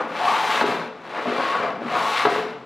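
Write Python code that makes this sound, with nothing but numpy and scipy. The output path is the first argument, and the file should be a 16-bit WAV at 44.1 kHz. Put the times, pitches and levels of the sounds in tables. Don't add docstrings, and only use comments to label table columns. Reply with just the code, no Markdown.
import sys
import numpy as np
from scipy import signal
from scipy.fft import rfft, irfft
from scipy.io import wavfile
from scipy.ndimage import uniform_filter1d

SR = 44100
rng = np.random.default_rng(int(sys.argv[2]) if len(sys.argv) > 2 else 0)


def dump(signal):
    limited = np.clip(np.atleast_2d(signal).T, -1, 1)
    pcm = np.round(limited * 32767).astype(np.int16)
    wavfile.write(sys.argv[1], SR, pcm)


N = 116865
T = np.arange(N) / SR

# (time [s], level [dB])
RASP_ENVELOPES = [
    [(.09, -44.5), (.18, -29.5), (.26, -25.5), (.44, -26.5), (.54, -23), (.61, -26), (.71, -30), (.79, -37),
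     (.88, -49)],
    [(.96, -64), (1.07, -41), (1.18, -38.5), (1.29, -33), (1.5, -28), (1.62, -36), (1.74, -54)],
    [(1.81, -46.5), (1.91, -33.5), (1.97, -28.5), (2.1, -28), (2.19, -21.5), (2.26, -30), (2.35, -29),
     (2.43, -37.5), (2.54, -49.5)],
]
# (frequency [Hz], gain [dB])
RASP_EQ = [(50, -53), (150, -43), (400, -4), (800, -2), (1400, 5), (2000, 3.5), (2800, 0), (3900, -1.5),
           (5000, -10), (7000, -18), (10000, -25), (15000, -37)]
# (time [s], level [dB])
HISS_ENVELOPES = [
    [(.08, -64), (.19, -63), (.26, -47.5), (.38, -46), (.46, -43.5), (.6, -46), (.7, -48), (.78, -59),
     (.88, -66)],
    [(1.83, -74), (1.92, -64), (1.97, -49), (2.1, -44), (2.24, -48), (2.33, -48.5), (2.4, -53.5),
     (2.46, -66), (2.54, -70)],
]
# (frequency [Hz], gain [dB])
HISS_EQ = [(500, -58), (3000, -20), (5500, 2), (7500, -3.5), (10000, -7), (15000, -15.5)]
DIP_TIMES = [0.644, 2.281]
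FIBRES_PER_S, FIBRE_SPREAD_DB = 7000, 4.5

def shaving(dip_half_s=0.014, dip_db=-12.5):
    snaps = grains(FIBRES_PER_S, FIBRE_SPREAD_DB) * undb(-0.5 * wander(170))
    rasp = rubbed_board(colour(snaps, RASP_EQ), ring_db=5) * envelope(*RASP_ENVELOPES)
    curl = grains(per_s=6300, spread_db=-1)
    hiss = unit(colour(curl, HISS_EQ)) * envelope(*HISS_ENVELOPES)
    dip = sum(swell(at, dip_half_s) for at in DIP_TIMES)
    return (rasp + hiss) * undb(dip_db * dip)

# (time [s], half length [s], level [dB])
BITE_ACCENTS = [(0.542, 0.047, -34), (2.17, .045, -36)]
# (frequency [Hz], gain [dB])
BITE_EQ = [(500, -42), (2000, -15), (2700, 2), (3900, 2), (5200, -16), (15000, -40)]

def bite():
    depth = sum(undb(db) * swell(at, half_s) for at, half_s, db in BITE_ACCENTS)
    snaps = grains(FIBRES_PER_S, FIBRE_SPREAD_DB)
    return unit(colour(snaps, BITE_EQ)) * depth

# (time [s], level [dB])
SOLE_ENVELOPES = [
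    [(0, -19), (.03, -27.5), (.11, -35), (.2, -33), (.3, -30.5), (.5, -30.5), (.7, -27), (.8, -32),
     (.93, -46.5)],
    [(.97, -46), (1.07, -41), (1.18, -25), (1.235, -37), (1.29, -26), (1.42, -28), (1.52, -32),
     (1.64, -25.5), (1.72, -32), (1.79, -41)],
    [(1.8, -38.5), (1.88, -29.5), (1.95, -26.5), (2.2, -35.5), (2.29, -24), (2.35, -29), (2.43, -31),
     (2.52, -41.5), (2.62, -57)],
]
# (frequency [Hz], gain [dB])
SOLE_EQ = [(50, -69.5), (150, -15), (260, -6.5), (420, -0.5), (700, 0), (1130, -2), (1700, -6.5),
           (2300, -11), (3600, -23), (6000, -34.5), (15000, -58)]

def sole(rough_db=2.5):
    friction = grains(per_s=14000, spread_db=2) * undb(rough_db * wander(230))
    return rubbed_board(colour(friction, SOLE_EQ), ring_db=-11) * envelope(*SOLE_ENVELOPES)

# (start [s], length [s], pitch [Hz], glide [Hz/s], wobble [Hz], level [dB])
CHATTER_SPELLS = [(0.194, 0.11, 712, 0, 42.3, -27), (0.187, 0.12, 892, 0, 78.9, -26),
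                  (0.251, 0.041, 1146, 0, 61.5, -22), (0.326, 0.12, 880, 0, 47.2, -24.5),
                  (0.294, 0.11, 1121, -6, 75.4, -27.5), (0.462, 0.056, 860, 0, 60.3, -31),
                  (1.48, 0.073, 1077, 645, 52, -25), (1.529, 0.097, 1484, 1698, 115.1, -31.5),
                  (1.58, 0.068, 1140, -150, 54.4, -35), (1.626, 0.095, 692, 0, 22.4, -33),
                  (1.899, 0.067, 714, 3, 30, -28), (1.917, 0.17, 1132, -12, 95.6, -29),
                  (1.964, 0.26, 881.7, -0.5, 95.7, -29), (2.115, 0.12, 1114, -2, 86.6, -32.5)]

def chatter(fade_s=0.018, rough_db=2.5):
    spells = np.zeros(N)
    for start, length, hz, glide, wobble_hz, db in CHATTER_SPELLS:
        slip_hz = hz + glide * np.clip(T - start, 0, length) + wobble_hz * wander(418)
        tone = np.sin(2 * np.pi * np.cumsum(slip_hz) / SR)
        flutter = undb(rough_db * wander(204))
        gate = np.clip(np.minimum(T - start, start + length + fade_s - T) / fade_s, 0, 1)
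        spells += undb(db) * unit(tone * flutter) * gate
    return spells

# (time [s], relative rattle level [dB], brightness [Hz], note pitch [Hz], note level [dB])
KNOCK_HITS = [(.001, -23, 900, 516, -22), (0.041, -15, 400, 289, -30), (0.609, 3, 1670, 396, -19.5),
              (.616, -3, 704, 297, -26), (.638, 3.5, 500, 418.6, -18.5), (.685, -3, 600, 416, -17.5),
              (.709, -9.5, 1820, 455, -35), (.764, -12, 450, 438, -30), (1.255, -3, 840, 600, -24),
              (1.268, -1, 434, 431, -21), (1.275, -2, 300, 254.4, -19), (1.318, -8, 600, 512, -20),
              (1.379, -1.5, 505, 539, -17.5), (1.396, -10, 400, 282, -23.5), (1.598, -4, 700, 557, -22),
              (1.815, -6, 650, 451, -31), (1.848, -7, 260, 234, -22), (2.250, 3.5, 1900, 706, -23),
              (2.253, 0, 580, 438.5, -14.5), (2.267, 1.5, 530, 705, -20), (2.326, -7.5, 514, 435.5, -14.5),
              (2.357, -7, 1200, 439, -26), (2.410, -17, 473, 433, -24), (2.465, -14, 488, 446, -30)]
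# (frequency [Hz], gain [dB])
THUD_EQ = [(40, -40), (90, -26), (150, -5), (250, 0), (420, 1.5), (1050, 4), (1800, 2.5), (2500, -11),
           (4000, -0.5), (7000, -22), (15000, -53)]

def knocks(rattle_s=0.0033, rattle_gain_db=17, note_attack_s=0.0036, note_t60_s=0.15):
    force, notes = np.zeros(N), np.zeros(N)
    note_shape = (1 - np.exp(-T / note_attack_s)) * decay(note_t60_s)
    for start, db, bright_hz, note_hz, note_db in KNOCK_HITS:
        burst = rng.standard_normal(N) * T * np.exp(-T / rattle_s)
        blow = butter(burst, 2, bright_hz, "low")
        blow *= undb(db + rattle_gain_db) * np.sqrt(2 * bright_hz / SR) / np.linalg.norm(blow)
        note = undb(note_db) * np.sin(2 * np.pi * note_hz * T) * note_shape
        at = int(start * SR)
        force[at:] += blow[:N - at]
        notes[at:] += note[:N - at]
    thud = colour(force, THUD_EQ)
    return thud + board(thud, ring_db=-8.5) + notes

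# (frequency [Hz], relative level [dB], t60 [s])
BOARD_MODES = [(259, 0, 0.15), (322, -2, 0.12), (377, -0.5, 0.32), (412, -2, 0.27), (438.3, -1, 0.41),
               (597, 1.5, 0.033), (693, -6, 0.18), (877, -9, 0.11), (850, -5, 0.18), (940, -4.5, 0.063),
               (1090, -2.5, 0.33), (1133, -4.5, 0.11), (1500, -23, 0.11), (2077, -12.5, 0.12),
               (2313, -7.5, 0.073), (2660, -2, 0.03)]

def board(drive, ring_db):
    return undb(ring_db) * ringing(drive, BOARD_MODES) * 300 / SR

def rubbed_board(friction, ring_db, low_cut_hz=664):
    drive = butter(friction, 2, low_cut_hz, "high")
    return unit(friction + board(drive, ring_db))

# (frequency [Hz], relative level [dB], t60 [s])
BENCH_MODES = [(131.3, -2.5, 0.75), (173.5, 7, 0.2), (201, 3, 0.16), (235.6, 16.5, 0.086)]
# (time [s], level [dB])
BENCH_ENVELOPE = [(0, -47), (.15, -43.5), (.55, -47), (.66, -40), (.8, -40.5), (1.0, -49.5), (1.2, -52),
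                  (1.4, -50.5), (1.58, -43), (1.75, -41), (1.88, -38), (2.0, -41.5), (2.2, -49),
                  (2.35, -41.5), (2.64, -47.5)]

def bench():
    shake = butter(rng.standard_normal(N), 3, [115, 300], "band")
    return unit(ringing(shake, BENCH_MODES)) * envelope(BENCH_ENVELOPE)

def room(x, t60_s=0.66, treble_t60_s=0.22, split_hz=5560, predelay_s=0.0041, wet_db=-6):
    noise = rng.standard_normal(N)
    low = butter(noise, 3, split_hz, "low") * decay(t60_s)
    high = butter(noise, 3, split_hz, "high") * decay(treble_t60_s)
    tail = (low + high) * (T > predelay_s)
    wet = undb(wet_db)
    return (x + wet * convolve(x, tail / np.linalg.norm(tail))) / np.hypot(1, wet)

# (frequency [Hz], gain [dB])
ROOM_TONE_EQ = [(25, -53), (70, -19), (130, -24.5), (300, -3), (1000, -8.5), (3000, -23.5), (8000, -42.5),
                (15000, -60)]

def room_tone(level_db=-45.5):
    return undb(level_db) * unit(colour(rng.standard_normal(N), ROOM_TONE_EQ))

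# (frequency [Hz], gain [dB])
WIDTH_EQ = [(60, -13), (500, -64), (1500, -25), (4000, -19), (8000, -9.5), (15000, -10.5)]

def stereo_side(mid, smear_s=0.047):
    scatter = rng.standard_normal(N) * np.exp(-T / smear_s)
    return colour(convolve(mid, scatter / np.linalg.norm(scatter)), WIDTH_EQ)

def undb(db):
    return 10 ** (np.asarray(db) / 20)

def unit(x):
    return x / np.sqrt(np.mean(x ** 2))

def decay(t60_s):
    return undb(-60 * T / t60_s)

def swell(at, half_s):
    return np.exp(-((T - at) / half_s) ** 2)

def envelope(*curves, fade_s=0.0018):
    gain = np.zeros(N)
    for points in curves:
        times, db = np.array(points).T
        outside_s = np.abs(T - np.clip(T, times[0], times[-1]))
        gain += undb(np.interp(T, times, db)) * np.exp(-outside_s / fade_s)
    return gain

def wander(rate_hz):
    span = int(SR / rate_hz)
    return unit(uniform_filter1d(uniform_filter1d(rng.standard_normal(N), span), span))

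def grains(per_s, spread_db):
    size = undb(spread_db * np.minimum(rng.exponential(size=N), 4))
    fires = rng.random(N) < per_s / SR
    return unit(fires * size * np.sign(rng.standard_normal(N)))

def convolve(x, response):
    return signal.fftconvolve(x, response)[:N]

def butter(x, order, hz, kind):
    return signal.sosfilt(signal.butter(order, hz, kind, fs=SR, output="sos"), x)

def colour(x, points, size=4096):
    hz, db = np.array(points).T
    bins_hz = np.maximum(np.arange(size // 2 + 1) * SR / size, 1)
    gain = undb(np.interp(np.log(bins_hz), np.log(hz), db))
    cepstrum = irfft(np.log(gain))
    cepstrum[1:size // 2] *= 2
    cepstrum[size // 2 + 1:] = 0
    return convolve(x, irfft(np.exp(rfft(cepstrum))))

def ringing(x, modes):
    response = sum(undb(db) * decay(t60) * np.cos(2 * np.pi * hz * T) for hz, db, t60 in modes)
    return convolve(x, response)

def scene(left_db=2.5):
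    plane = sole() + shaving() + bite() + chatter() + knocks()
    mid = room(plane) + bench() + room_tone()
    side = stereo_side(mid)
    return np.array([mid * undb(left_db / 2) + side, mid * undb(-left_db / 2) - side])

def record(dry, top_hz=15500):
    return signal.sosfilt(signal.ellip(8, .2, 70, top_hz, fs=SR, output="sos"), dry)

dry = scene()
out = record(dry)
dump(out)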